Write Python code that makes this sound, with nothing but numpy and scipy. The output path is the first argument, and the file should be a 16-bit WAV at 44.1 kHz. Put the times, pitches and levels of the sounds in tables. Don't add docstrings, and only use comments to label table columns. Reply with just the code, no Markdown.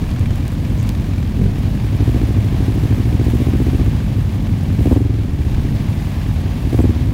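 import sys
import numpy as np
from scipy import signal
from scipy.fft import rfft, irfft, next_fast_len
from scipy.io import wavfile
from scipy.ndimage import minimum_filter1d

SR = 44100
rng = np.random.default_rng(int(sys.argv[2]) if len(sys.argv) > 2 else 0)


def store_wav(level_fs):
    pcm = np.round(np.clip(np.atleast_2d(level_fs), -1, 1) * 32767)
    wavfile.write(sys.argv[1], SR, pcm.T.astype(np.int16))


N = 314433
TIME = np.arange(N) / SR
SECOND_FIRING = 0.237

# time in seconds, change of level in dB.
AIRFLOW = [(0, -0.4), (1.3, -1.0), (1.8, 0.3), (3.5, 1.2), (4.4, -1.0), (5.3, -0.7), (6.1, 1.0), (7.13, -1)]


def from_db(db):
    return 10 ** (np.asarray(db) / 20)


def rms_one(x):
    return x / np.sqrt(np.mean(x ** 2) + 1e-20)


def in_time(rows):
    times, *columns = np.transpose(rows)
    return [np.interp(TIME, times, column) for column in columns]


def swell(s, half_s):
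    return np.exp(-0.5 * ((TIME - s) / half_s) ** 2)


def drift(rate_hz):
    step = 40
    r = np.exp(-2 * np.pi * rate_hz * step / SR)
    white = rng.standard_normal(N // step + 2002)
    slow = signal.lfilter([1], [1, -2 * r, r * r], white)[2000:]
    return np.interp(np.arange(N) / step, np.arange(len(slow)), rms_one(slow))


def colour(x, spectrum):
    hz, db = np.transpose(spectrum)
    octave = np.log2(np.arange(N + 1) * SR / (2 * N) + 1)
    points = np.log2(hz)
    beyond = np.abs(octave - np.clip(octave, points[0], points[-1]))
    gain_db = np.interp(octave, points, db) - 24 * beyond
    size = next_fast_len(N)
    gain = np.interp(np.linspace(0, N, size // 2 + 1), np.arange(N + 1), from_db(gain_db))
    return rms_one(irfft(rfft(x, size) * gain, size)[:N])


def noise(spectrum):
    return colour(rng.standard_normal(N), spectrum)


def ring(clicks, hz, t60):
    r = from_db(-60 / (t60 * SR))
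    w = 2 * np.pi * hz / SR
    return signal.lfilter([0, np.sin(w)], [1, -2 * r * np.cos(w), r * r], clicks + 1e-18)


def pipe(clicks, modes):
    out = 0
    for k, (hz, db, t60) in enumerate(modes):
        out = out + (-1) ** k * from_db(db) * ring(clicks, hz, t60)
    return out


def band(x, hz, width_hz):
    r = np.exp(-np.pi * width_hz / SR)
    top = np.array([1, 0, -1]) * (1 - r * r) / 2
    bottom = [1, -2 * r * np.cos(2 * np.pi * hz / SR), r * r]
    return signal.lfilter(top, bottom, x + 1e-18)


def fade(clicks, decay_s):
    return signal.lfilter([1], [1, -np.exp(-1 / (decay_s * SR))], clicks + 1e-18)


def firings(cycles, uneven_db):
    at = np.flatnonzero(np.diff(np.floor(cycles)) > 0)
    clicks = np.zeros(N)
    clicks[at] = from_db(uneven_db * rng.standard_normal(len(at)))
    return clicks


def crank():
    # time in seconds, speed in rpm.
    speed = [(0.0, 1260), (0.93, 1187), (1.0, 1315), (1.77, 1233), (2.1, 1782), (2.42, 1474), (3.47, 1800),
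             (3.83, 1874), (4.06, 1470), (4.73, 1234), (4.98, 2751), (5.27, 2492), (5.41, 1967),
             (5.96, 1291), (6.31, 1209), (6.66, 1286), (6.82, 2431), (7.13, 1604)]
    rpm, = in_time(speed)
    start_cycle = 0.8549
    return start_cycle + np.cumsum(rpm) / (120 * SR), rpm


def throttle():
    # start in seconds, time to open in seconds, moment it starts to shut in seconds,
    # opening from 0 to 1.
    twists = [(1.83, .2, 2.3, 0.76), (2.22, .42, 3.1, 0.69), (2.5, 0.75, 3.78, .78), (4.72, .1, 4.94, 0.99),
              (6.59, .13, 6.8, 0.97)]
    shut_s = 0.2
    openings = []
    for starts, open_s, shuts, opening in twists:
        opens = (TIME - starts) / open_s
        closes = 1 - (TIME - shuts) / shut_s
        openings.append(opening * np.minimum(np.minimum(opens, closes), 1))
    return np.maximum(np.max(openings, axis=0), 0)


def twin(cycles, rpm, opening):
    # frequency in Hz, level in dB relative to the pulse, t60 in seconds.
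    boom_modes = [(65.6, 4, 0.14), (111, 7.5, 0.125)]
    bark_modes = [(245, 14.87, 0.038), (300, 18.8, 0.019), (387, 10.74, 0.026)]
    crack_modes = [(493, 0.5, 0.03), (692, -2.5, 0.024), (940, -23, 0.022)]
    # time in seconds, extra level in dB.
    thumps = [(.21, 6.5), (.61, 4.5), (.82, 7), (6.38, 4)]
    octaves = np.log2(rpm / 1250)
    lope_db = 1.5 * (1 - opening) * drift(9.6)
    thump_db = sum(db * swell(s, 0.035) for s, db in thumps)
    boom_db = -20.5 + 4.5 * opening + 3.5 * octaves + lope_db + thump_db
    bark_db = -33.5 + 13.0 * opening + 6.5 * octaves + lope_db
    first = firings(cycles, uneven_db=1.0)
    second = firings(cycles - SECOND_FIRING, uneven_db=0.1)
    pulses = first + from_db(-1.0) * second
    boom = pulses * from_db(boom_db)
    bark = pulses * from_db(bark_db)
    crack = bark * from_db(1.1 * opening - 22 * (1 - opening))
    gas_noise = noise([(400, 3), (900, -3), (1500, -14), (2300, -12), (3200, -12), (9000, -28)])
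    gas = from_db(-18) * fade(crack, decay_s=0.0054) * gas_noise
    exhaust = pipe(boom, boom_modes) - pipe(bark, bark_modes) + pipe(crack, crack_modes) + gas
    mouth = signal.butter(2, 24, "high", fs=SR, output="sos")
    return signal.sosfilt(mouth, exhaust)


def clatter(cycles):
    # place in the engine cycle from 0 to 1, relative level in dB.
    valves = [(.04, -2), (.27, -5.5), (0.538, -2), (.8, -5)]
    # time in seconds, level in dB.
    loudness = [(0, -42.8), (1.9, -45.7), (7.13, -47.5)]
    level_db, = in_time(loudness)
    taps = sum(from_db(db) * firings(cycles - place, uneven_db=2.0) for place, db in valves)
    casing = noise([(1100, -1.0), (1350, -3), (1650, 2), (2000, -5.5), (2320, 4), (2600, -14),
                    (3300, -4.5), (4200, -11.5), (8000, -17.0)])
    return from_db(level_db) * rms_one(fade(taps, decay_s=0.0057) * casing)


def four_cylinder():
    # time in seconds, firings per second, level in dB.
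    running = [(0, 120, -29), (1.4, 106.5, -25.5), (2.15, 111, -29), (2.5, 96, -22), (3.1, 94, -35),
               (3.8, 101, -23.5), (4.3, 107.5, -26.5), (4.9, 103, -19.5), (5.2, 102, -33),
               (5.9, 102, -28.5), (6.2, 112, -32), (7.13, 127, -28.5)]
    # multiple of the firing rate, relative level in dB.
    orders = [(.5, -6), (1, 2.5), (1.5, -3.5), (2, -0.5), (2.5, -12), (3, -21), (4, -21.5)]
    hz, level_db = in_time(running)
    turns = np.cumsum(hz * (1 + 0.008 * drift(5.66))) / SR
    hum = np.zeros(N)
    for k, db in orders:
        waver_db = 1.5 * drift(14.5)
        hum += from_db(db + waver_db) * np.sin(2 * np.pi * (k * turns + rng.random()))
    return from_db(level_db) * rms_one(hum)


def pack():
    # time in seconds, level in dB.
    loudness = [(0, -18.4), (2.4, -17.5), (5.6, -18), (6.1, -20), (7.13, -18)]
    # frequency in Hz, relative level in dB.
    spectrum = [(36, -12.5), (47, 4.5), (64, 2), (95, 2.5), (130, 1), (180, -3), (250, -7), (350, -17),
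                (500, -26), (800, -37.5), (1300, -41)]
    level_db, = in_time(loudness)
    pulses = np.zeros(N)
    for hz in np.geomspace(29, 47, 4):
        cycles = rng.random() + np.cumsum(hz * (1 + 0.04 * drift(0.9))) / SR
        pulses += firings(cycles, uneven_db=1.6)
    for hz, width_hz in [(60, 31), (105, 35), (210, 41)]:
        pulses = pulses - 2 * band(pulses, hz, width_hz)
    turbulence = 0.5 * rng.standard_normal(N)
    return from_db(level_db) * colour(rms_one(pulses) + turbulence, spectrum)


def road(opening):
    # frequency in Hz, relative level in dB.
    spectrum = [(290, -61), (500, 0.5), (571, 1.5), (630, -1.5), (674, 1), (1010, -4), (1140, -5),
                (1400, -12.5), (1580, -8), (1940, -7.5), (2320, -9.5), (2530, -8.5), (2710, -8.5),
                (4860, -16), (7000, -22), (9100, -49), (15400, -120)]
    flow_db, = in_time(AIRFLOW)
    return from_db(-38 + flow_db + 0.9 * opening + 0.82 * drift(22)) * noise(spectrum)


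def air(opening):
    # frequency in Hz, relative level in dB.
    spectrum = [(3500, -16), (5500, -11.5), (7000, -2), (9000, -1), (12000, -1.5), (16000, -2)]
    flow_db, = in_time(AIRFLOW)
    passing = from_db(-50 + flow_db)
    intake = from_db(-47) * opening ** 2.7
    return np.hypot(passing, intake) * from_db(1.1 * drift(40)) * noise(spectrum)


def wind():
    # time of the peak in seconds, level in dB added to the breeze as amplitude.
    gusts = [(.1, -28), (.35, -29), (1.57, -27), (3.15, -36), (5.3, -23), (5.58, -27)]
    # frequency in Hz, relative level in dB.
    spectrum = [(14, -20), (25, 13), (35, 11), (70, -40)]
    buffet = from_db(-46) + sum(from_db(db) * swell(s, 0.079) for s, db in gusts)
    return buffet * noise(spectrum)


def ticks():
    # start in seconds, peak level in dB, centre frequency in Hz.
    cracks = [(0.106, -32, 6500), (.195, -23, 6970), (.358, -28, 6000), (0.48, -22, 9000),
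              (.519, -28, 4000), (.787, -34, 6500), (.801, -33, 6500), (.829, -26, 8000), (.839, -31, 8000),
              (.873, -28, 6500), (0.892, -12, 3830)]
    out = np.zeros(N)
    age = TIME[:SR // 40]
    for s, db, hz in cracks:
        burst = rng.standard_normal(len(age)) * np.exp(-age / 0.00046)
        crack = band(burst, hz, width_hz=7000)
        at = round(s * SR)
        out[at:at + len(age)] += from_db(db) * crack / np.abs(crack).max()
    return out


def scuffs():
    # time of the peak in seconds, level in dB, frequency in Hz,
    # width of each of two resonances in Hz, standard deviation of the envelope in seconds.
    rubs = [(.805, -45, 6400, 1500, 0.014), (0.877, -53, 6740, 2000, .012), (4.935, -51, 7960, 392, .005),
            (4.95, -57, 8300, 400.6, 0.0034), (4.987, -56, 7900, 400, .004),
            (6.818, -42, 7800, 499, 0.0027), (6.826, -42, 8060, 400, .003)]
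    rub = rng.standard_normal(N)
    out = np.zeros(N)
    for s, db, hz, width_hz, half_s in rubs:
        squeak = rms_one(band(band(rub, hz, width_hz), hz, width_hz))
        out += from_db(db) * swell(s, half_s) * squeak
    return out


def neighbour():
    # time of the peak in seconds, half length in seconds, firings per second at the peak,
    # rise in octaves per second, drone level in dB, rasp level in dB.
    surges = [(1.435, .043, 47, 1.2, -13.5, -29.5), (5.738, .1, 72.5, 1.1, -20.5, -55)]
    # frequency in Hz, relative level in dB, t60 in seconds.
    drone_modes = [(112, 8.5, 0.057), (180, 3.5, 0.078), (223.4, -1, 0.1)]
    rasp_modes = [(389, 0, 0.059), (497, -4.5, 0.02)]
    out = np.zeros(N)
    for s, half_s, rate, rise, drone_db, rasp_db in surges:
        hz = rate * 2 ** (rise * np.clip(TIME - s, -2 * half_s, 2 * half_s))
        pulses = firings(np.cumsum(hz * (1 + 0.0159 * drift(23))) / SR, uneven_db=2.5)
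        near = swell(s, half_s)
        for db, modes in [(drone_db, drone_modes), (rasp_db, rasp_modes)]:
            tone = pipe(pulses, modes)
            out += from_db(db) * near * tone / np.sqrt(np.average(tone ** 2, weights=near ** 2))
    return out


def gain_control(x):
    sense_s, attack_s, hold_s = 0.055, 0.029, 0.4
    loud_db, slope, max_cut_db = -10, 4.0, 3
    recover_db_per_s = 18
    level_db = 10 * np.log10(fade(x ** 2, sense_s) / (sense_s * SR))
    cut_db = np.clip(slope * (level_db - loud_db), 0, max_cut_db)
    hold = int(hold_s * SR)
    held_db = -minimum_filter1d(-cut_db, hold, origin=(hold - 1) // 2, mode="nearest")
    ramp_db = recover_db_per_s * TIME
    released_db = np.maximum.accumulate(held_db + ramp_db) - ramp_db
    smooth_cut_db = fade(released_db, attack_s) / (attack_s * SR)
    return x * from_db(-smooth_cut_db)


def scene():
    cycles, rpm = crank()
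    opening = throttle()
    own_bike = twin(cycles, rpm, opening) + clatter(cycles) + ticks() + scuffs()
    other_bikes = four_cylinder() + pack() + neighbour()
    surroundings = road(opening) + air(opening) + wind()
    return (own_bike + other_bikes + surroundings)[None]


def record(dry):
    clipped = np.clip(gain_control(dry), -0.705, 0.705)
    low_pass = signal.ellip(12, 0.1, 90, 15750, fs=SR, output="sos")
    return signal.sosfilt(low_pass, clipped)


dry = scene()
out = record(dry)
store_wav(out)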